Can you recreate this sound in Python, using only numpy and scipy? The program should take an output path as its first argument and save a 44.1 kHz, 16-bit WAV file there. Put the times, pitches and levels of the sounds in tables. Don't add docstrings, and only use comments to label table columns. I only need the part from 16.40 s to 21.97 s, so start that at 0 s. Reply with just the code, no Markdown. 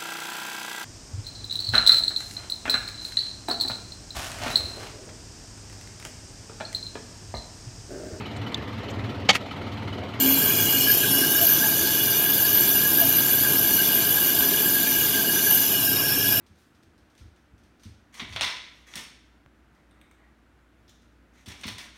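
import sys
import numpy as np
from scipy import signal
from scipy.fft import rfft, irfft, next_fast_len
from scipy.io import wavfile
from scipy.ndimage import map_coordinates

SR = 44100
rng = np.random.default_rng(int(sys.argv[2]) if len(sys.argv) > 2 else 0)


def persist_wave(psi):
    counts = np.round(np.clip(psi, -1, 1) * 32767).astype(np.int16)
    wavfile.write(sys.argv[1], SR, np.atleast_2d(counts).T)


N = 245637
T = np.arange(int(0.6 * SR)) / SR
CLOCK = np.arange(N) / SR


def amp(db):
    return 10 ** (np.asarray(db) / 20)


def fade(t60_s):
    return np.exp(-np.log(1000) * T / t60_s)


def unit(x, size=None):
    return x / np.sqrt(np.mean(x[:size] ** 2) + 1e-20)


def crest(x):
    return x / np.abs(x).max()


def along(points, hz):
    f, v = np.transpose(points)
    return np.interp(np.log(hz + 1), np.log(f + 1), v)


def wobble(rate_hz, size=N):
    knots = rng.standard_normal(int(size * rate_hz / SR) + 4)
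    return map_coordinates(knots, [CLOCK[:size] * rate_hz])


def colour(x, spectrum, size=2048):
    gain_db = along(spectrum, np.fft.rfftfreq(size, 1 / SR))
    cepstrum = irfft(np.log(amp(gain_db)))
    cepstrum[1:size // 2] *= 2
    cepstrum[size // 2 + 1:] = 0
    impulse = irfft(np.exp(rfft(cepstrum)))
    return signal.fftconvolve(x, impulse)[:len(x)]


def resonate(x, peaks):
    t = T[:4096]
    impulse = np.zeros(len(t))
    for hz, width_hz, db in peaks:
        decay = np.exp(-np.pi * width_hz * t)
        impulse += amp(db) * width_hz * decay * np.sin(2 * np.pi * (hz * t + rng.random()))
    return signal.fftconvolve(x, impulse)[:len(x)]


def ring(modes, scatter_db):
    gains = amp(rng.normal(0, scatter_db, len(modes)))
    out = np.zeros(len(T))
    for gain, (hz, db, t60_s) in zip(gains, modes):
        out += gain * amp(db) * fade(t60_s) * np.sin(2 * np.pi * (hz * T + rng.random()))
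    return out


def add(track, s, sound):
    room_left = track[max(round(s * SR), 0):][:len(sound)]
    room_left += sound[:len(room_left)]


def strokes(rows, attack_s, release_s, swell_db=0):
    gain = np.zeros(N)
    for s, length_s, db in rows:
        t = CLOCK - s
        to_go = 1 - np.clip(t / length_s, 0, 1)
        attack = np.clip(t / attack_s, 0, 1)
        release = np.exp(-np.maximum(t - length_s, 0) / release_s)
        gain += amp(db - swell_db * to_go) * attack * release
    return gain


# f/Hz, t60/s
ROOM_DECAY = [(150, 0.79), (700, 0.53), (2000, 0.72), (5000, 0.65), (9000, 0.48), (14000, 0.33)]


def echoes(early_db=2, early_t60=0.17, spiky=0.69):
    hz, t, z = signal.stft(rng.standard_normal(len(T)), SR, nperseg=256)
    decay = np.exp(-np.log(1000) * t / along(ROOM_DECAY, hz)[:, None])
    tail = signal.istft(z * decay, SR, nperseg=256)[1][:len(T)]
    spikes = rng.standard_normal(len(T)) * np.exp(spiky * rng.standard_normal(len(T)))
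    return tail + amp(early_db) * unit(spikes) * fade(early_t60)


def crack(spectrum, t60):
    burst = 0.89 * rng.standard_normal(len(T)) * fade(t60)
    return crest(colour((T == 0) + burst, spectrum))


# lower f/Hz, upper f/Hz
TONE_BANDS = [(400, 1500), (1500, 4500), (4500, 7000), (7000, 9800), (9800, 15900)]


def balance(x, levels_db, size=1024):
    hz = np.fft.rfftfreq(size, 1 / SR)
    power = 2 * np.abs(rfft(x[:size]) / size) ** 2
    points = []
    for (lo, hi), db in zip(TONE_BANDS, levels_db):
        change_db = db - 10 * np.log10(power[(hz >= lo) & (hz < hi)].sum())
        points += [(lo * 1.1, change_db), (hi / 1.1, change_db)]
    return points


AIR_DB = -62
HUM_DB, HUM_RISE_S = -63.5, 2.2
# f/Hz, level/dB
AIR_SPECTRUM = [(59, -33), (100, -7.5), (210, -4.5), (238, -1), (265, -6.5), (301, -1), (405, -11.5),
                (469, -13), (687, -14), (849, -15.5), (1100, -17), (1440, -13.5), (4930, -32),
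                (6220, -33.5), (15800, -43.5)]


def background(rumble_db=-68, hum_hz=59.0):
    air = unit(colour(rng.standard_normal(N), AIR_SPECTRUM, size=8192))
    air = air * amp(AIR_DB + 0.36 * wobble(9.8))
    rumble_spectrum = [(20, -24.5), (42, -12), (65, 1), (110, -6.0), (200, -36.5), (800, -67.5)]
    rumble = unit(colour(rng.standard_normal(N), rumble_spectrum, size=8192))
    hum = np.sqrt(2) * np.sin(2 * np.pi * hum_hz * CLOCK + 0.34 * wobble(2.7))
    hum *= np.minimum(CLOCK / HUM_RISE_S, 1)
    return air + amp(rumble_db) * rumble + hum * amp(HUM_DB + 1.4 * wobble(7.7))


# t/s, click peak level/dB
MIC_TAPS = [(3.062, -38.5)]


def taps(bump_db=-9, bump_hz=130):
    out = np.zeros(N)
    spectrum = [(200, -5), (1600, 4.5), (3200, -5.5), (5000, -1), (9000, -18), (15000, -21)]
    for s, db in MIC_TAPS:
        click = crack(spectrum, t60=0.0015)
        bump = fade(0.048) * np.sin(2 * np.pi * bump_hz * T)
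        add(out, s, amp(db) * (click + amp(bump_db) * bump))
    return out


# t/s, length/s, level/dB
PAW_SWISHES = [(0.165, .05, -68)]


def swish(attack_s=0.025, release_s=0.099):
    spectrum = [(1000, -6), (4000, 5), (9000, -1.5), (15800, -7)]
    hiss = unit(colour(rng.standard_normal(N), spectrum))
    return hiss * strokes(PAW_SWISHES, attack_s, release_s)


# t/s, level/dB
NAIL_SKIDS = [(4.479, -63.5), (4.493, -60)]
# f/Hz, width/Hz, level/dB
SKID_MODES = [(3640, 580, 1), (5440, 1100, -5), (6800, 1100, -8.5), (8580, 510, -11), (11000, 2100, -21)]


def skids(early_db=5, early_t60=0.077):
    out = np.zeros(N)
    for s, db in NAIL_SKIDS:
        scuff = unit(resonate(echoes(early_db, early_t60), SKID_MODES), size=1000)
        add(out, s, amp(db) * scuff)
    return out


TROT_END_S = 1.6
GRAZE_TICK_DB, GRAZE_RING_DB = -56, -68.5
# t/s, tick peak level/dB, ring level/dB (both before the trims)
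CLAW_TICKS = [(0.064, -62, -62.5), (0.434, -45.5, -71), (0.579, -60, -67), (0.752, -47, -67),
              (0.778, -54, -58), (1.235, -63, -66.5), (1.397, -60, -64), (1.434, -46, -53),
              (3.349, -64, -71.5), (4.62, -55, -69)]
# f/Hz, level/dB
NAIL_SPECTRUM = [(500, -15.5), (1400, -5.5), (2400, -3), (3500, -1), (4800, -2.5), (6200, -2), (7600, -13),
                 (8700, -4.5), (10300, -17.5), (12000, -12.5), (15800, -24)]


def claws(ring_trim_db=-3, tick_trim_db=-4, count=9):
    out = np.zeros(N)
    grazes = []
    for k in range(count):
        graze_s = TROT_END_S * (k + rng.random()) / count
        grazes.append((graze_s, GRAZE_TICK_DB, GRAZE_RING_DB))
    for s, tick_db, ring_db in CLAW_TICKS + grazes:
        answer = unit(colour(echoes(early_db=1.5, early_t60=0.076), NAIL_SPECTRUM), size=1000)
        tick = crack(NAIL_SPECTRUM, t60=0.006)
        add(out, s, amp(ring_db + ring_trim_db) * answer + amp(tick_db + tick_trim_db) * tick)
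    return out


# t/s, deep thud level/dB, plank knock level/dB (before the trims)
FLOOR_THUDS = [(0.096, -47, -52.5), (0.463, -50, -62), (0.806, -39, -54), (0.844, -40.5, -56),
               (1.124, -43.5, -56), (1.447, -37, -42), (1.488, -45, -56), (1.811, -46, -35),
               (1.886, -36, -59), (1.946, -40, -45), (2.015, -41, -39.5), (2.555, -60, -40.5),
               (5.07, -36.5, -41), (5.25, -35, -32), (5.31, -42, -45)]
# f/Hz, level/dB, t60/s
JOIST_MODES = [(62.4, -1, 0.16), (77.3, -3, 0.37), (103.5, -0.5, 0.24)]
# f/Hz, level/dB, t60/s
PLANK_MODES = [(152.6, -1, 0.092), (213.3, 2.5, 0.13), (243.5, 1.5, 0.089), (312.4, -7, 0.127)]


def thuds(deep_trim_db=-2.0, plank_trim_db=1.0, room_db=-13):
    out = np.zeros(N)
    swell = 1 - np.exp(-(T / 0.008) ** 2)
    boom_spectrum = [(70, -10.5), (220, -0.5), (330, -4.5), (450, -12.0), (1200, -58)]
    for s, deep_db, plank_db in FLOOR_THUDS:
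        boom = crest(colour(echoes(), boom_spectrum))
        plank_ring = ring(PLANK_MODES, scatter_db=2.5) / len(PLANK_MODES)
        planks = crest(swell * (plank_ring + amp(room_db) * boom))
        joists = crest(swell * ring(JOIST_MODES, scatter_db=3.5))
        add(out, s, amp(deep_db + deep_trim_db) * joists + amp(plank_db + plank_trim_db) * planks)
    return signal.sosfilt(signal.butter(2, 45, 'highpass', fs=SR, output='sos'), out)


# t/s, length/s, level/dB
MUZZLE_RUBS = [(3.35, 0.046, -66), (3.52, 0.13, -68.5), (3.77, 0.11, -66.5)]


def nuzzle(attack_s=0.028, release_s=0.046):
    peaks = [(1150, 510, -7), (1640, 65, -3.5), (1880, 110, -0.5), (2110, 160, -5.0)]
    rub = unit(resonate(rng.standard_normal(N), peaks))
    return rub * strokes(MUZZLE_RUBS, attack_s, release_s)


# t/s, level/dB
TOOTH_NIPS = [(3.511, -67), (3.614, -61), (3.713, -61)]
# f/Hz, width/Hz, level/dB
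RIM_MODES = [(1210, 880, -3.5), (1690, 170, 0), (2200, 150, 4.5), (2880, 510, -7.5), (3690, 280, 1),
             (6100, 1100, -16), (8500, 420, -5), (11700, 1800, -19)]


def nips(snap=30):
    out = np.zeros(N)
    for s, db in TOOTH_NIPS:
        bite = snap * (T == 0) + echoes(early_db=11, early_t60=0.035)
        add(out, s, amp(db) * unit(resonate(bite, RIM_MODES), size=1000))
    return out


PUSH_ATTACK_S, PUSH_RELEASE_S = 0.02, 0.0144
PUSH_SWELL_DB = 3
# t/s, length/s, level/dB at the end
TOY_PUSHES = [(1.722, 0.078, -46.5), (1.87, 0.13, -50.5), (2.2, 0.21, -63), (2.456, 0.12, -49.5),
              (2.548, 0.049, -44.5), (4.918, 0.099, -61.5), (5.07, .05, -45), (5.17, 0.15, -52.5),
              (5.39, 0.047, -47.5), (5.535, 0.039, -54)]
# f/Hz, level/dB
SCRAPE_SPECTRUM = [(200, -10.5), (500, -8.5), (1300, -4.5), (2200, -1), (3700, -7), (5000, -12), (6300, -5),
                   (7500, -15.5), (9100, -10.5), (10300, -23), (12500, -20), (15800, -31.5)]


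def toy_slide(catches_per_s=1100, spread_db=3):
    jolts = (rng.random(N) < catches_per_s / SR) * rng.choice([-1, 1], N)
    jolts = jolts * amp(spread_db * rng.standard_normal(N))
    path = colour(echoes() + 20 * (T == 0), SCRAPE_SPECTRUM)
    speed = strokes(TOY_PUSHES, PUSH_ATTACK_S, PUSH_RELEASE_S, PUSH_SWELL_DB)
    return signal.fftconvolve(unit(jolts) * speed, path / np.linalg.norm(path))[:N]


CRACK_T60_S = 0.007
REBOUND_S, REBOUND_DB = 0.0095, -10.5
SOFTNESS_ORDER = 5.1
# t/s, crack peak level/dB, ring level/dB (both before the trims),
# softness corner f/Hz
TOY_KNOCKS = [(1.7409, -46, -54, 9000), (1.796, -27.5, -34.5, 3330), (1.9256, -33, -45.5, 5130),
              (1.962, -17, -31.5, 3010), (2.0104, -9.5, -26.5, 4860), (2.0322, -31, -43.5, 10000),
              (2.0578, -28.5, -41.5, 3460), (2.5379, -30, -48.5, 4180), (2.556, -22.5, -41, 11000),
              (5.0601, -38, -52, 8100), (5.082, -39, -50, 9000), (5.117, -33.5, -50, 5000),
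              (5.2128, -36, -58, 9900), (5.235, -27, -38, 4100), (5.267, -44, -44, 12000),
              (5.2801, -19.5, -39.5, 4300), (5.3826, -30, -43.5, 7300)]
# f/Hz, width/Hz, level/dB
SHELL_MODES = [(1005, 34, -2), (1602, 11, -10.5), (2040, 280, -2), (2290, 51, 0.5), (2717, 54, -2),
               (2920, 190, -6.5), (3340, 16, 1), (3500, 360, 1), (4170, 59, -4.5), (4560, 220, -1),
               (5295, 90, 2.5), (5964, 79, -11), (6700, 44, -28), (9300, 48, -22)]
# f/Hz, level/dB
PLASTIC_SPECTRUM = [(200, -37), (450, -22.5), (620, -11), (1000, -11.5), (1250, -13), (2100, -3),
                    (2900, -4), (3700, -3.5), (4950, -9.5), (5600, -2), (6600, -8), (7400, -19.5),
                    (9200, -13.5), (10300, -33), (15800, -41)]
HARD_TONE_DB = [-10, 0, -3, -5.5, -4]


def toy_knocks(shell_db=0, ring_trim_db=-1, crack_trim_db=-2, chatter_db=3.0):
    out = np.zeros(N)
    centres_hz = np.sqrt(np.prod(TONE_BANDS, axis=1))
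    for s, crack_db, ring_db, corner_hz in TOY_KNOCKS:
        tone_db = HARD_TONE_DB - 10 * np.log10(1 + (centres_hz / corner_hz) ** SOFTNESS_ORDER)
        for delay_s, loss_db in ((0, 0), (REBOUND_S, REBOUND_DB)):
            chatter = amp(chatter_db * wobble(167, size=len(T)) * fade(0.75))
            clatter = unit(colour(chatter * echoes(spiky=0.545), PLASTIC_SPECTRUM), size=1300)
            shell = unit(resonate(chatter * echoes(), SHELL_MODES), size=1300)
            body = clatter + amp(shell_db) * shell
            spot = balance(body, tone_db)
            direct = crest(colour(crack(PLASTIC_SPECTRUM, CRACK_T60_S), spot))
            knock = amp(ring_db + ring_trim_db) * colour(body, spot)
            knock = knock + amp(crack_db + crack_trim_db) * direct
            add(out, s + delay_s, amp(loss_db) * knock)
    return out


def scene():
    toy = toy_knocks() + toy_slide() + nips() + nuzzle()
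    paws = claws() + skids() + swish() + thuds()
    return (toy + paws + taps() + background())[None]


TOP_HZ = 15850


def record(dry):
    size = next_fast_len(N + SR)
    passband = np.fft.rfftfreq(size, 1 / SR) < TOP_HZ
    return irfft(rfft(dry, size) * passband, size)[:, :N]


dry = scene()
out = record(dry)
persist_wave(out)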